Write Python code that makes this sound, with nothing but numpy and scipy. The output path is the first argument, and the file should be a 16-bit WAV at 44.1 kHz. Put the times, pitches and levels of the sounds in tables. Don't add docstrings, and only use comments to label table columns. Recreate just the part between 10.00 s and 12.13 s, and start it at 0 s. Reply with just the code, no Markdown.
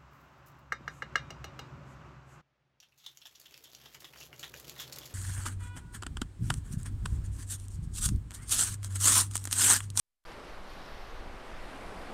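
import sys
import numpy as np
from scipy import signal
from scipy.fft import rfft, irfft, next_fast_len
from scipy.io import wavfile
from scipy.ndimage import uniform_filter1d, map_coordinates

SR = 44100
rng = np.random.default_rng(int(sys.argv[2]) if len(sys.argv) > 2 else 0)


def dump_mix(stems):
    frames = np.atleast_2d(stems).T
    limited = np.clip(frames, -1, 1)
    pcm = np.round(limited * 32767).astype(np.int16)
    wavfile.write(sys.argv[1], SR, pcm)


def level_to_linear(level):
    exponent = np.asarray(level, float) / 20
    return 10 ** exponent


N = 94153


def unit(x):
    return x / np.sqrt(np.mean(x ** 2) + 1e-20)


def curve(rows):
    return np.interp(np.arange(N) / SR, *np.transpose(rows))


def wobble(rate_hz):
    return map_coordinates(rng.standard_normal(400), [np.arange(N) * rate_hz / SR])


def coloured(x, spectrum):
    length = next_fast_len(N + 8192)
    hz, db = np.transpose(spectrum)
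    bin_hz = np.fft.rfftfreq(length, 1 / SR)
    gain = level_to_linear(np.interp(np.log(bin_hz + 1), np.log(hz + 1), db))
    return unit(irfft(rfft(x, length) * gain, length)[:N])


def rush(spectrum, patchy_db):
    cells = signal.stft(rng.standard_normal(N), nperseg=512)[2]
    patches = uniform_filter1d(rng.standard_normal(cells.shape), size=8, axis=0)
    patches = uniform_filter1d(patches, size=11, axis=1)
    patchy = signal.istft(cells * level_to_linear(patchy_db * unit(patches)), nperseg=512)[1][:N]
    return coloured(patchy, spectrum)


def grains(count, size, hz, spread, cycles, scatter_db):
    luck = rng.random((count, 2))
    pitch_hz = hz * np.exp(np.clip(spread * rng.standard_normal((count, 1)), -1, .3))
    phase = pitch_hz * np.arange(size) / SR
    wave = np.sin(2 * np.pi * phase * (1 + 0.063 * phase / cycles))
    wave *= np.exp(-3 * phase / cycles) * (1 - np.exp(-.7 * phase))
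    loudness = level_to_linear(scatter_db * np.minimum(-np.log(1 - luck[:, 1:]), 3))
    wave = wave * loudness * np.linspace(1, 0, size)
    where = (luck[:, :1] * N).astype(int) + np.arange(size)
    return unit(np.bincount(where.ravel(), wave.ravel())[:N])


def far_surf():
    # start_s [s], level_db [dB]
    strength = [(.252, -54), (.29, -50.5), (.4, -52.5), (.48, -51.5), (.62, -53), (.85, -52), (1.1, -52.5),
                (1.3, -53), (1.5, -51), (1.75, -50), (1.92, -50.5), (2.13, -50.5)]
    # pitch_hz [Hz], level_db [dB per Hz]
    roar = [(40, -28), (80, -6), (300, -5), (1120, -2.5), (2200, -8.5), (5000, -21.5), (7500, -28.5),
            (12500, -38.5)]
    trim_db = 3.5
    level_db = curve(strength) + trim_db + .25 * wobble(14.0)
    return level_to_linear(level_db) * rush(roar, patchy_db=.7)


def swash():
    # start_s [s], level_db [dB]
    strength = [
        (.26, -60),
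        (.42, -61.5),
        (.62, -62),
        (.7, -58.5),
        (.93, -57.5),
        (1.1, -58),
        (1.29, -65.5),
        (1.5, -62),
        (2.13, -61.5),
    ]
    # pitch_hz [Hz], level_db [dB per Hz]
    hiss = [(1800, -29), (2900, -7), (4200, -5.5), (5600, -10.5), (8000, -30.5), (11900, -19.5),
            (14000, -26), (15700, -38)]
    trim_db = -2
    level_db = curve(strength) + trim_db + 0.43 * wobble(14.9)
    return level_to_linear(level_db) * rush(hiss, patchy_db=2.4)


def foam():
    # start_s [s], level_db [dB]
    strength = [
        (.26, -72),
        (.33, -70),
        (.5, -74),
        (1.0, -77.5),
        (1.34, -73.5),
        (1.47, -68),
        (1.56, -73),
        (1.68, -66),
        (2.13, -67),
    ]
    # pitch_hz [Hz], level_db [dB per Hz]
    sizzle = [(4500, -46), (7000, -11), (8500, -4.5), (10000, -7.5), (11500, -13.5), (13500, -26),
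              (15500, -40)]
    # start_s [s], peak level_db [dB], pitch_hz [Hz]
    pops = [(.260, -50, 4620), (.317, -56, 7240), (.321, -51, 5270), (.333, -59, 10000), (.399, -57, 8500),
            (.447, -57, 8100), (.702, -58, 9600), (.735, -56, 7100), (.862, -57, 5730), (1.046, -58, 5630),
            (1.073, -65, 10500), (1.145, -63, 8500), (1.310, -68, 8800), (1.658, -60, 5800),
            (1.964, -58, 7200)]
    trim_db, bubbles_db, pop_t60_s = -0.5, -12, .006
    bubbles = grains(count=8000, size=80, hz=8800, spread=0.29, cycles=6, scatter_db=5.0)
    level_db = curve(strength) + trim_db + 0.56 * wobble(13.5)
    fizz = level_to_linear(level_db) * (rush(sizzle, patchy_db=0.5) + level_to_linear(bubbles_db) * bubbles)
    t = np.arange(800) / SR
    for start_s, peak_db, pitch_hz in pops:
        fade = level_to_linear(peak_db + 8 - 60 * t / pop_t60_s) * (1 - np.exp(-t / .0002))
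        tone = np.sin(2 * np.pi * pitch_hz * t * (0.87 + 80 * t))
        fizz[round(start_s * SR):][:len(t)] += fade * tone
    return fizz


def breaker():
    # start_s [s], level_db [dB]
    strength = [(.26, -58), (.31, -49.5), (.42, -55.5), (.6, -53.5), (.9, -53.5), (1.05, -56.5),
                (1.16, -49), (1.4, -53.5), (1.65, -51), (1.85, -48.5), (2.08, -45.5), (2.13, -46.5)]
    # pitch_hz [Hz], level_db [dB per Hz]
    tumble = [(50, -37), (110, -6), (250, -4), (600, -3.5), (1100, -11.5), (2200, -21), (5000, -56)]
    trim_db, bubbles_db = -2, -2.5
    bubbles = grains(count=3400, size=1400, hz=558, spread=.45, cycles=9.5, scatter_db=4.5)
    level_db = curve(strength) + trim_db + 0.47 * wobble(13.12)
    return level_to_linear(level_db) * (rush(tumble, patchy_db=1.8) + level_to_linear(bubbles_db) * bubbles)


def wind():
    # start_s [s], level_db [dB], eddies shed per second [Hz]
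    gusts = np.array([(.26, -47.5, 20.5), (.44, -61, 21), (.53, -43, 13.2), (.62, -46, 9.3),
                      (.73, -43, 15.2), (.86, -49, 13.7), (.99, -40, 14.8), (1.05, -49, 27.5),
                      (1.2, -38, 22), (1.35, -47, 20.2), (1.46, -52.5, 24), (1.55, -38.5, 16.1),
                      (1.64, -38, 12.7), (1.76, -56, 18), (1.85, -45.5, 17), (1.97, -46, 12.7),
                      (2.13, -45, 14)])
    # pitch_hz [Hz], level_db [dB per Hz]
    eddies = [(2, -6), (5, 4), (30, 2), (60, -2), (110, -19), (160, -46), (300, -120)]
    swing_trim_db, rough_trim_db = -3.5, -3
    rough_follows = .6
    faster_db = 4
    strength_db, shed_hz = curve(gusts[:, :2]), curve(gusts[:, ::2])

    uneven_hz = shed_hz * np.exp(0.1116 * wobble(14.0))
    swings = np.sqrt(2) * np.sin(2 * np.pi * np.cumsum(uneven_hz) / SR)

    rough_db = wobble(22.0) + faster_db * np.log2(shed_hz / shed_hz.mean())
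    rough = coloured(level_to_linear(rough_db) * rng.standard_normal(N), eddies)
    mean_db = strength_db.mean()
    rough_level_db = mean_db + rough_trim_db + rough_follows * (strength_db - mean_db)
    return level_to_linear(strength_db + swing_trim_db) * swings + level_to_linear(rough_level_db) * rough


def scene():
    return (far_surf() + swash() + foam() + breaker() + wind())[None]


def roll_off(x):
    return signal.sosfilt(signal.butter(12, 15590, fs=SR, output="sos"), x)


def record(dry):
    # pitch_hz [Hz], level_db [dB per Hz]
    idle_tone = [(3, 1), (25, -1), (60, -11), (200, -21.5), (13500, -26.5), (14500, -45), (22000, -60)]
    # pitch_hz [Hz], level_db [dB per Hz]
    tick_tone = [(300, -25), (1000, 0), (4700, -5), (7000, -6), (13500, -8), (15500, -27), (22000, -60)]
    # pitch_hz [Hz], level_db [dB]
    port = [(20, 1), (12500, -1.5), (14800, -5), (15700, -17), (22000, -57)]
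    switch_on_s, switch_rise_s = .2512, .0004
    offset_db, noise_db = -88.5, -93
    tick_s, tick_width_s, tick_db = .2400, .0028, -82
    t = np.arange(N) / SR
    tick_shape = np.exp(-((t - tick_s) / tick_width_s) ** 4)
    tick = level_to_linear(tick_db) * tick_shape * coloured(rng.standard_normal(N), tick_tone)
    idle = level_to_linear(offset_db) + level_to_linear(noise_db) * coloured(rng.standard_normal(N), idle_tone)
    heard = coloured(dry[0], port) * dry.std()
    opening = np.clip((t - switch_on_s) / switch_rise_s, 0, 1)
    mix = heard * opening + idle + tick
    return roll_off(mix[None])


dry = scene()
out = record(dry)
dump_mix(out)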